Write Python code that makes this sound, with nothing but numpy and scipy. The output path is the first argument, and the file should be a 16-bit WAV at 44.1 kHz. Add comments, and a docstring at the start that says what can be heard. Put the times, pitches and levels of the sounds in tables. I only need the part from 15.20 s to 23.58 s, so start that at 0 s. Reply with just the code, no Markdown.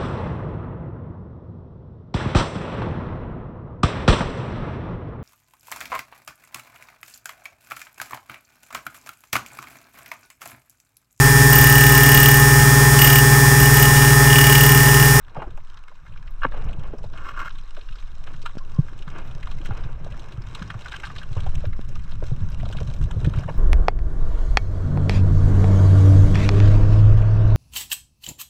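"""On a rocky shore, sea water sloshes, fizzes and drips, building to a fuller rush near the end.
Bubbles ring, drops smack on stone and trapped air plops in the crevices. Wind buffets the microphone
of a hand-held camera, and now and then fingers rub, bump and tap its case.
The case rings a little, which also colours the sound of the water."""
import sys
import numpy as np
from scipy import signal
from scipy.fft import rfft, irfft, next_fast_len
from scipy.io import wavfile
from scipy.ndimage import uniform_filter1d

SR = 44100
rng = np.random.default_rng(int(sys.argv[2]) if len(sys.argv) > 2 else 0)


def output_pcm(signal):
    """Save a mono or channel-first signal as 16-bit PCM at the path in sys.argv[1].

    Samples are clipped to [-1, 1] before scaling.
    """
    pcm = np.clip(np.atleast_2d(signal).T, -1, 1) * 32767
    wavfile.write(sys.argv[1], SR, np.round(pcm).astype(np.int16))


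N = 369558

# How the sloshing rises and falls (relative levels): time_s, gurgle_db, splash_db
WASH_LEVELS = [(0, -64, -49.5), (.23, -40, -45), (.42, -65.5, -52.5), (1.19, -58.5, -46.5),
               (1.38, -40.5, -41), (1.75, -51.5, -58), (2.2, -48, -41), (2.34, -62.5, -47),
               (2.95, -60, -49), (3.2, -55.5, -50.5), (4.25, -50, -43.5), (4.78, -46, -44.5),
               (5.3, -50.5, -41), (5.8, -49, -41), (6.25, -52.5, -44.5), (6.8, -57, -45),
               (7.55, -46.5, -45), (8.38, -43, -46)]
# Foam gathering as the water rises: time_s, fizz_db
FOAM_LEVELS = [(0, -67.5), (1.8, -63.5), (2.3, -60.5), (3.7, -62), (4.4, -59), (4.9, -63), (5.75, -54.5),
               (6.5, -61), (7.6, -58.5), (8.38, -58)]
# The tone of the water at the microphone: frequency_hz, gain_db
WATER_TONE = [(240, 3), (400, -1), (750, -2), (1100, -1), (1700, -3), (1900, -7), (3000, -9), (4100, -14),
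              (4550, -23), (5300, -18), (6200, -20), (6900, -25), (8100, -25), (10000, -41), (12300, -40),
              (15500, -52)]
def wash():
    """Big bubbles gurgle, smaller ones splash and foam fizzes, over the hiss of water farther off."""
    gurgle_db, splash_db = curves(WASH_LEVELS)
    fizz_db, = curves(FOAM_LEVELS)
    drops = crackle(per_s=65, spread_db=4.4, fade_s=.002)
    gurgle = .34 * bubbles(302, 1053, per_s=130, cycles=1.7, spread_db=3.5) + 1.42 * noise(N)
    splash = .28 * bubbles(910, 2600, per_s=240, cycles=5.5, spread_db=3.5) + drops + 1.4 * noise(N)
    fizz = .35 * bubbles(3300, 9000, per_s=400, cycles=6, spread_db=3) + drops + .7 * noise(N)
    gurgle, splash, fizz = (colour(through_case(x), WATER_TONE) for x in (gurgle, splash, fizz))
    lapping = wander(28)
    return (unit(band(gurgle, 150, 920)) * undb(gurgle_db - 2.5 + 1.2 * lapping)
            + unit(band(splash, 806, 2930)) * undb(splash_db - 10 + 1.5 * lapping)
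            + unit(band(fizz, 3750, SR / 2)) * undb(fizz_db + 1.6 * lapping + .9 * wander(60)))


# Loud spatters on rock: time_s, smack_db, body_db, spray_db, plip_pitch_hz
# The low body and the fine spray are measured against the smack.
LOUD_SPATTERS = [(0.082, -48.5, 4, -16, 1210), (0.3755, -50, 2, -4, 2490), (0.5738, -45.5, 4, -28, 1210),
                 (0.6824, -53.5, 13, -23, 1310), (0.8658, -53, 7.5, -10, 2000),
                 (0.961, -53, 9.5, -19, 1210), (0.975, -45.5, -5, -20, 2490), (1.078, -48.5, -4, -16, 2030),
                 (1.3225, -45, 6, -17, 1700), (1.444, -56, 13, 1.5, 1150), (1.4897, -45, -13, -14, 2920),
                 (1.532, -46, -8, -9.5, 2910), (1.789, -55, 6, -5, 1590), (1.9363, -45.5, 4, -20, 1050),
                 (1.9764, -44, -10, -10, 2580), (2.306, -43, 3, -20, 1310), (2.387, -46, 0, -7, 3570),
                 (2.5685, -42, 1, -15, 1640), (2.6132, -48, -20, -16, 3760), (2.688, -44, -1.5, -30, 1540),
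                 (3.0726, -43.5, -8, -10, 1630), (3.141, -45.5, 1, -14, 1670),
                 (3.261, -28.5, 1.5, -11.5, 1280), (3.295, -46, 3, -12, 1150), (3.3849, -45, 6, -23, 5100),
                 (3.6852, -58, 16.5, -20, 1510), (3.7318, -52, 8.5, -13, 1520), (3.79, -50, -10, -4, 2970),
                 (3.824, -45, -7, -32, 2910), (3.879, -42.5, 7, -10.5, 1120), (4.231, -39, 1, -12, 1970),
                 (4.273, -40, 3, -14, 1120), (4.315, -42.5, -2, -14, 3660), (4.4155, -45, 0, -11, 2900),
                 (4.459, -36.5, -5, -5, 1630), (4.5086, -49, 15.5, -20, 1570),
                 (4.6387, -45, 4.5, -14, 1660), (4.924, -48, -6, -22, 2950), (4.9968, -46.5, -19, -2, 3750),
                 (5.1232, -46.5, -18, -6, 3800), (5.351, -34.5, -1, -6.5, 3570),
                 (5.4234, -36, 2, -14, 1560), (5.504, -32, 3, -15, 1590), (5.61, -44.5, -2, -7, 2940),
                 (5.684, -40, 1, -8, 3480), (5.7211, -33, 4, -12.5, 1410), (5.7447, -39, -9, -15, 2260),
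                 (5.7619, -35, 0, -7, 2900), (5.801, -40.5, -1, -6, 2260), (5.854, -38.5, 5.5, -7, 3770),
                 (5.872, -38.5, 1, -10.5, 1160), (5.9633, -38.5, 0, -15, 1670),
                 (5.985, -37.5, -5, -20, 3780), (6.0324, -39.5, 2, -11, 2940),
                 (6.1303, -45.5, -4, -6.5, 3840), (6.205, -42, -10, -4.5, 3520),
                 (6.353, -40.5, -18, -2.5, 2820), (6.454, -39.5, 1, -29, 1590),
                 (6.5318, -47, 6.5, -13, 2040), (6.69, -55.5, -12, 6, 6000), (6.921, -46.5, 2.5, -19, 3640),
                 (7.067, -48.5, -10, -1, 3770), (7.4007, -43, 1.5, -11.5, 2000), (7.4556, -43, 5, -8, 3660),
                 (7.5278, -39.5, 3, -5.5, 3330), (7.571, -39.5, -22, -8, 3770),
                 (7.5852, -38.5, -0.5, -14, 1480), (7.608, -52, -7, -7, 5200), (7.648, -59, -7, -4, 5400),
                 (7.701, -45, -1, -9, 3710), (7.739, -47, -9, 0, 3750), (7.8154, -48, 7, -3, 2920),
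                 (7.9116, -39.5, 3, -5, 3000), (8.0484, -34.5, -1, -9, 1690), (8.1384, -42, -10, -16, 1270),
                 (8.162, -49, 0, -1, 2880), (8.188, -43, 0, -7, 2560), (8.238, -43.5, 4, -11, 1370)]
# The tone of a spatter's crack: frequency_hz, gain_db
CRACK_TONE = [(500, -20), (780, -18), (950, -7), (1150, 0), (1650, 0), (1900, -4), (2200, -1), (3200, -3),
              (4100, -6), (4550, -15), (5300, -7), (6200, -9), (6900, -14), (8100, -14), (10000, -31),
              (12300, -31), (15500, -42)]
def spatters(lead_s=.012, rise_s=.0022, fade_s=.0045, scatter_s=.012, scatter_db=-13):
    """Water smacks on rock with a grainy crack and a ringing plip, and scatters on the stones around."""
    out, t = np.zeros(N), np.arange(int(.07 * SR)) / SR - lead_s
    scatter = undb(scatter_db) * np.exp(np.minimum(4 * t, -t) / scatter_s)
    envelope = np.maximum(np.exp(np.minimum(t / rise_s, -t / fade_s)), scatter)
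    zones_hz = [(700, 2000), (2100, 4800), (5000, 15000)]
    for s, db, body_db, spray_db, hz in list(LOUD_SPATTERS) + small_spatters():
        burst = noise(len(t)) * envelope
        grain = np.exp(.53 * unit(uniform_filter1d(noise(len(t)), size=30)))
        crack = through_case(colour(burst * grain, CRACK_TONE))
        body, smack, spray = (peak_unit(band(crack, lo, hi, order=2)) for lo, hi in zones_hz)
        plip = band(noise(len(t)) * envelope, hz / 1.14, hz * 1.14, order=2)
        add(out, s - lead_s, undb(db - 2) * peak_unit(plip))
        add(out, s - lead_s, undb(db) * (undb(body_db) * body + smack + undb(spray_db) * spray))
    return out


def small_spatters(per_s=6, above_foam_db=10.5, middle_hz=3300):
    """Small drops land at random, louder when there is more foam; gives rows like LOUD_SPATTERS."""
    count = int(per_s * N / SR)
    late, loud, body, spray, pitch = noise((count, 5)).T
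    time_s = np.abs(np.arange(count) + late) / per_s
    smack_db = np.interp(time_s, *np.transpose(FOAM_LEVELS)) + above_foam_db + 2 * loud
    body_db, spray_db = -1 + 3 * body, -9 + 3 * spray
    return list(zip(time_s, smack_db, body_db, spray_db, middle_hz * 2 ** np.tanh(pitch / 2)))


# Air pockets plopping in crevices: start_s, peak_db, pitch_hz
AIR_POCKETS = [(0.164, -26.5, 760), (0.184, -31.5, 527), (0.219, -26, 840), (0.237, -34.5, 802),
               (.267, -41, 690), (.376, -41.5, 830), (0.714, -44.5, 970), (1.342, -33, 798),
               (1.734, -29, 403), (1.84, -34.5, 620), (2.573, -37.5, 620), (4.27, -37.5, 1090),
               (4.507, -32, 770), (4.863, -35.5, 615), (5.419, -44, 1530), (5.502, -33.5, 1516),
               (5.54, -34.5, 1154), (5.657, -32, 1475), (5.719, -35, 1590), (5.738, -29.5, 1567),
               (5.834, -26, 1550), (5.9, -34, 1190), (6.015, -38, 1540), (6.165, -30.5, 486),
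               (6.263, -31.5, 745), (6.439, -30.5, 580), (6.756, -41.5, 1190), (7.112, -41, 470),
               (7.023, -27, 510), (7.43, -34.5, 670), (7.463, -37, 680), (7.5, -33.5, 563),
               (7.546, -39, 680), (7.608, -31, 480), (7.964, -35.5, 493), (8.048, -30, 460),
               (8.072, -24.5, 314), (8.137, -33, 1240), (8.189, -39, 564), (8.285, -27.5, 580)]
def plops(rise_s=.0026, fade_s=.0046, slap_db=-5.5, slap_s=.0042, slap_lead_s=.004):
    """A trapped pocket of air rings for a moment while the water slaps shut over it."""
    out, t = np.zeros(N), np.arange(int(.049 * SR)) / SR
    for s, db, hz in AIR_POCKETS:
        slap = through_case(noise(len(t)) * t ** 2 * np.exp(-t / slap_s))
        slap = peak_unit(band(slap, hz / 1.84, hz * 1.333, order=2))
        add(out, s, undb(db) * ring(hz, cycles=fade_s * hz, rise=rise_s * hz, glide=.054))
        add(out, s - slap_lead_s, undb(db + slap_db) * slap)
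    return out


# Water rushing through gaps: crest_s, rise_s, fade_s, level_db
RUSHES = [(1.37, 0.051, 0.12, -42.5), (1.64, 0.014, 0.071, -45), (3.08, 0.011, 0.029, -41.5),
          (3.954, 0.03, 0.082, -39), (4.52, 0.019, 0.17, -43.5), (6.18, 0.013, 0.049, -44),
          (8.18, 0.079, 0.051, -45)]
# The dull tone of a rush: frequency_hz, gain_db
RUSH_TONE = [(150, 0.5), (300, 4), (700, 2), (1200, 3), (1900, -7), (3000, -8), (3700, -23), (14000, -77.5)]
def surges():
    """A sheet of water pours through a gap: a thick, dull rush that swells and drains."""
    t = np.arange(N) / SR
    flow = sum(undb(db) * np.exp(-np.maximum((s - t) / rise_s, (t - s) / fade_s))
               for s, rise_s, fade_s, db in RUSHES)
    ripple_db = 2.3 * wander(70)
    return unit(colour(through_case(noise(N)), RUSH_TONE)) * flow * undb(ripple_db)


# Moments when a hollow in the rocks rings: middle_s, half_length_s, level_db
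HOLLOW_RINGS = [(3.418, 0.017, -51), (3.572, 0.026, -43)]
def hollow(pitch_hz=1080, ring_width_hz=68, flow_width_hz=380, flow_db=-60.5):
    """Water washes through a crevice with a hollow sound; now and then the air inside rings."""
    t = np.arange(N) / SR
    flow = band(noise(N), pitch_hz - flow_width_hz / 3, pitch_hz + flow_width_hz, order=2)
    air = band(noise(N), pitch_hz - ring_width_hz / 2, pitch_hz + ring_width_hz / 2, order=2)
    swells = sum(undb(db) * np.exp(-((t - s) / half_s) ** 2) for s, half_s, db in HOLLOW_RINGS)
    return unit(flow) * undb(flow_db + 1.5 * wander(9.8)) + unit(air) * swells


# Gusts on the microphone: time_s, relative_level_db
GUSTS = [(0, -61.5), (.3, -46.5), (.65, -71.5), (.95, -48.5), (1.17, -60), (1.4, -38), (1.85, -45.5),
         (2.75, -62.5), (3.05, -50), (3.5, -48.5), (4.35, -45.5), (4.58, -38.5), (5.0, -45), (5.85, -48),
         (6.25, -40), (6.9, -38.5), (7.7, -34), (8.25, -31.5)]
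# Slow swings in air pressure: time_s, level_db
SWAY_LEVELS = [(0, -40.5), (.35, -27.5), (.75, -38), (1.3, -20.5), (1.9, -27.5), (2.7, -27.5), (3.4, -24.5),
               (3.95, -27.5), (4.55, -22.5), (5.1, -33.5), (5.8, -38.5), (6.3, -17), (6.6, -23),
               (7.25, -22), (8.15, -33), (8.38, -31)]
# The tones of the wind's slow sway, low rumble and fast swirls: frequency_hz, gain_db
SWAY_TONE = [(4, -22), (9, -5), (13, 3), (19, -10.5), (30, -19.5), (50, -30), (90, -39.5), (200, -91),
             (2000, -130)]
RUMBLE_TONE = [(10, -29), (25, -2), (45, -1), (68, -4), (100, -30.5), (200, -52.5), (2000, -120)]
SWIRL_TONE = [(30, -5.5), (75, -2), (110, 4.5), (160, -2), (220, -14.5), (320, -25.5), (700, -44.5),
              (4000, -98)]
def wind():
    """Air sways, rumbles and swirls on the microphone; the rumble and swirls grow with each gust."""
    sway_db, = curves(SWAY_LEVELS)
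    gust_db, = curves(GUSTS)
    layers = [colour(noise(N), tone) for tone in (SWAY_TONE, RUMBLE_TONE, SWIRL_TONE)]
    # Even out each layer: a gust pushes about equally hard from one swing to the next.
    sway, rumble, swirls = (x / np.sqrt(uniform_filter1d(x ** 2, size=7000)) for x in layers)
    flutter, puffs = wander(40), wander(14)
    rumble_db = gust_db + 5.5 + flutter + 3.2 * puffs
    swirl_db = gust_db + 3 + 3.6 * flutter + puffs
    return sway * undb(sway_db) + rumble * undb(rumble_db) + swirls * undb(swirl_db)


# Soft bumps on the camera case: start_s, relative_level_db, pitch_hz
CASE_BUMPS = [(0.172, -30, 128), (1.25, -32, 140), (1.85, -33.5, 113), (3.142, -37.5, 131),
              (3.586, -10.5, 137), (3.872, -34, 150), (4.148, -33.5, 117), (4.492, -32.5, 204),
              (4.506, -26.5, 98.4), (5.177, -28, 113), (5.414, -29.5, 169), (5.548, -27.5, 106),
              (6.108, -29, 106), (6.164, -23, 99), (6.267, -24.5, 83), (6.466, -21, 97), (6.698, -40, 107),
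              (7.116, -19, 120), (7.212, -24, 103.5), (7.484, -31, 106), (7.961, -20, 100),
              (8.031, -17, 94), (8.069, -15, 139.3)]
def bumps(rocking_db=5.5, scuff_db=-25, scuff_s=.005, scuff_lead_s=.003):
    """A soft blow scuffs the case and rocks it back and forth two or three times."""
    out, t = np.zeros(N), np.arange(int(.04 * SR)) / SR
    for s, db, hz in CASE_BUMPS:
        scuff = band(noise(len(t)) * np.sqrt(t) * np.exp(-t / scuff_s), 220, 430, order=2)
        add(out, s - scuff_lead_s, undb(db + scuff_db) * peak_unit(scuff))
        add(out, s, undb(db + rocking_db) * ring(hz, cycles=.78, rise=1.14, glide=.057))
    return out


# Fingers rubbing the case: start_s, length_s, level_db, main_pitch_hz, upper_edge_hz
FINGER_RUBS = [(0.151, 0.008, -38, 1080, 2550), (0.19, 0.022, -40, 1110, 3220),
               (0.2195, 0.006, -33.5, 1150, 2580), (1.216, 0.032, -33, 1660, 3280),
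               (1.2314, 0.01, -22, 1750, 4700), (1.2435, 0.0079, -23.5, 1870, 3600),
               (1.2445, 0.0087, -18.5, 1180, 2220), (1.245, 0.007, -25, 620, 990),
               (1.248, 0.011, -28, 370, 600), (1.263, 0.0059, -36, 1300, 3400),
               (1.95, 0.09, -44, 1570, 9000), (2.043, 0.078, -38, 1640, 15000),
               (2.087, 0.0078, -29.5, 1600, 15000), (2.135, 0.15, -41.5, 1650, 6000),
               (2.164, 0.021, -34, 1630, 14000), (2.189, 0.02, -31, 1560, 15000),
               (2.212, 0.01, -30, 1600, 15000), (2.222, 0.012, -36, 1600, 15000),
               (2.246, 0.027, -35, 1640, 14800), (2.273, .01, -31.5, 1700, 15000),
               (6.163, 0.0099, -40, 940, 1290), (8.277, 0.026, -35.5, 1090, 2800)]
# How soft skin dulls each slip: frequency_hz, gain_db
SKIN_TONE = [(300, 16), (3000, -7.5), (4600, -11), (5400, -12.5), (8000, -14), (10000, -26.5), (12300, -13),
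             (15500, -19)]
def rubs(slips_per_s=420, spread_db=3, slip_s=.00019, press_s=.00085, mute_s=.006):
    """Wet skin sticks and slips unevenly; each slip is a tiny scrape that rings the case."""
    out, t = np.zeros(N), np.arange(SR // 8) / SR
    for s, length_s, db, hz, edge_hz in FINGER_RUBS:
        jitter, sizes, hiss = noise((3, len(t)))
        gaps_s = np.exp(jitter / 2) / slips_per_s
        times_s = np.cumsum(gaps_s) - gaps_s[0]
        slips = sum(undb(spread_db * size) * np.exp(-np.abs(t - when) / slip_s)
                    for when, size in zip(times_s[times_s < length_s], sizes))
        slide = .38 * (t < length_s)
        press = 1 - np.exp(-t / press_s)
        push = colour(hiss * press * (slips + slide), SKIN_TONE)
        # The finger mutes the case as soon as it stops sliding.
        muting = np.exp(-np.maximum(t - length_s, 0) / mute_s)
        body = case_ring(push) * muting + .018 * push
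        # The spot it touches brings out one group of the case's pitches.
        body = band(body, hz / 1.58, hz * 1.117, order=4) + .42 * band(body, hz / 2, edge_hz)
        add(out, s, undb(db) * body / np.sqrt(np.sum(body ** 2) / (length_s * SR)))
    return out


# Sharp taps on the case: start_s, peak_db
FINGER_TAPS = [(3.354, -30.5), (3.371, -21.5), (4.491, -25), (6.593, -21.5)]
# The tone of a tap: frequency_hz, gain_db
TAP_TONE = [(200, 3.5), (500, -10), (1500, -28.5), (4000, -43), (15000, -70)]
def taps():
    """A fingertip taps the case: one sudden, dull push."""
    out = np.zeros(N)
    push = colour(signal.unit_impulse(SR // 16), TAP_TONE)
    tap = band(through_case(push), 60, 8000, order=1)
    for s, db in FINGER_TAPS:
        add(out, s, undb(db) * tap / np.abs(tap).max())
    return out


# Thin, bright ticks, close by: start_s, relative_level_db
FINE_TICKS = [(.376, -61), (1.1074, -57), (1.2186, -57), (4.0647, -62), (4.4574, -51), (6.466, -59),
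              (7.0604, -62), (7.3024, -53), (8.0466, -68)]
def fine_ticks(fade_s=.0013, gain_db=-2):
    """A thin, bright tick high in the treble."""
    out, t = np.zeros(N), np.arange(int(.02 * SR)) / SR
    for s, db in FINE_TICKS:
        burst = resonate(noise(len(t)) * np.exp(-t / fade_s), hz=12400, width_hz=2500)
        add(out, s, undb(db + gain_db) * peak_unit(burst))
    return out


# The finest foam bursting as the water runs back: time_s, level_db
FINE_FOAM_LEVELS = [(0, -88.5), (4.0, -87), (5.2, -83), (5.8, -81), (6.4, -83), (7.25, -80), (7.6, -76),
                    (8.38, -73.5)]
def fine_foam():
    """The smallest foam bubbles burst in a dense, glittering crackle."""
    db, = curves(FINE_FOAM_LEVELS)
    glitter = bubbles(6000, 13500, per_s=700, cycles=5, spread_db=3.3)
    return unit(band(glitter, 5000, 15500)) * undb(db + 2 * wander(22))


# The pitches at which the camera case rings: pitch_hz, width_hz, gain_db
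CASE_PITCHES = [(367, 900, -15.5), (588, 72, -6.5), (933, 27, -7), (1135, 160, -6), (1390, 85, 2.5),
                (1584, 155, 0), (1736, 55, -2.5), (2140, 89, 0), (2526, 155, -1), (2801, 55, 4.5),
                (3160, 20, 5), (3830, 240, -11.5), (5200, 620, -11), (7560, 300, -13), (12400, 540, -23)]
def case_ring(x):
    """A push makes the case ring at all its own pitches."""
    return sum(undb(db) * resonate(x, hz, width_hz) for hz, width_hz, db in CASE_PITCHES)


def through_case(x):
    """Sound on its way to the microphone picks up some ringing from the case."""
    return x + .77 * case_ring(x)


def bubbles(lo_hz, hi_hz, per_s, cycles, spread_db):
    """A swarm of small bubbles, each rising in pitch; a few stand out."""
    out = np.zeros(N)
    for when, pitch, size, length in rng.random((int(per_s * N / SR), 4)):
        strength = undb(-spread_db * np.log(max(size, .02)))
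        hz = lo_hz * (hi_hz / lo_hz) ** pitch
        add(out, when * N / SR, strength * ring(hz, cycles * (.5 + length), rise=.38, glide=.11))
    return unit(out)


def crackle(per_s, spread_db, fade_s):
    """Tiny drops burst, each a very short puff of noise that swells and fades."""
    chance, size = rng.random((2, N))
    hits = (chance < per_s / SR) * undb(-spread_db * np.log(np.maximum(size, .03)))
    power = signal.lfilter([1], [1, -np.exp(-2 / (fade_s * SR))], hits ** 2)
    envelope = np.sqrt(np.abs(uniform_filter1d(power, size=40)))
    return unit(envelope * noise(N))


def ring(hz, cycles, rise, glide):
    """A tone that swells over `rise` cycles, fades over `cycles` and slides in pitch."""
    turn = np.arange(int(7 * (cycles + rise) * SR / hz)) * hz / SR
    envelope = (1 - np.exp(-(turn / rise) ** 2)) * np.exp(-turn / cycles)
    return envelope / envelope.max() * np.sin(2 * np.pi * turn * (1 + glide * turn / turn[-1]))


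def colour(x, tone):
    """Shape a sound with a table of frequency_hz, gain_db."""
    n = 2 * next_fast_len(len(x))
    hz, db = np.transpose(tone)
    log_hz = np.log(np.arange(n // 2 + 1) * SR / n + 1)
    cepstrum = irfft(np.log(undb(np.interp(log_hz, np.log(hz), db))))
    # Fold it so the filter rings only after a sound, never before.
    cepstrum[1:n // 2] *= 2
    cepstrum[n // 2 + 1:] = 0
    return irfft(rfft(x, n) * np.exp(rfft(cepstrum)))[:len(x)]


def band(x, lo_hz, hi_hz, order=3):
    edges_hz = [lo_hz, min(hi_hz, SR / 2 - 1)]
    return signal.sosfilt(signal.butter(order, edges_hz, "band", fs=SR, output="sos"), x)


def resonate(x, hz, width_hz):
    return signal.lfilter(*signal.iirpeak(hz, hz / width_hz, fs=SR), x)


def noise(shape):
    return rng.standard_normal(shape)


def wander(steps_per_s):
    """A smooth random drift, about 1 in size."""
    step = max(int(SR / steps_per_s), 2)
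    return unit(uniform_filter1d(np.repeat(noise(N // step + 1), step), step)[:N])


def undb(db):
    return 10 ** (np.asarray(db) / 20)


def unit(x):
    return x / np.sqrt(np.mean(x ** 2) + 1e-18)


def peak_unit(x):
    """Scale a sound so its loudest 3 ms have an average strength (rms) of 1."""
    return x / np.sqrt(uniform_filter1d(x ** 2, size=132).max() + 1e-18)


def curves(table):
    """Join a table's points with straight lines, one value per sample."""
    s, *columns = np.transpose(table)
    return [np.interp(np.arange(N) / SR, s, column) for column in columns]


def add(out, start_s, sound):
    i = int(np.clip(start_s * SR, 0, N - 1))
    out[i:i + len(sound)] += sound[:N - i]


def scene():
    """Water, wind, fingers and the microphone's own faint hiss, mixed into one channel."""
    hiss = undb(-91.5) * unit(band(noise(N), 10500, 15500, order=2))
    return (wash() + hollow() + taps() + surges() + spatters() + fine_ticks() + fine_foam()
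            + plops() + bumps() + rubs() + wind() + hiss)[None]


# Narrow dips (and one slight lift) from the microphone's opening: frequency_hz, width_hz, gain_db
MICROPHONE_BANDS = [(1343, 77, -4.5), (1834, 68, -2.5), (2400, 120, 1), (3420, 100, -7.5), (4510, 144, -13)]
def record(dry, top_hz=15750):
    """The microphone's opening weakens a few narrow bands; the camera cuts off the highest treble."""
    for hz, width_hz, db in MICROPHONE_BANDS:
        dry = dry - (1 - undb(db)) * resonate(dry, hz, width_hz)
    return signal.sosfilt(signal.ellip(10, .2, 80, top_hz, fs=SR, output="sos"), dry)


dry = scene()
out = record(dry)
output_pcm(out)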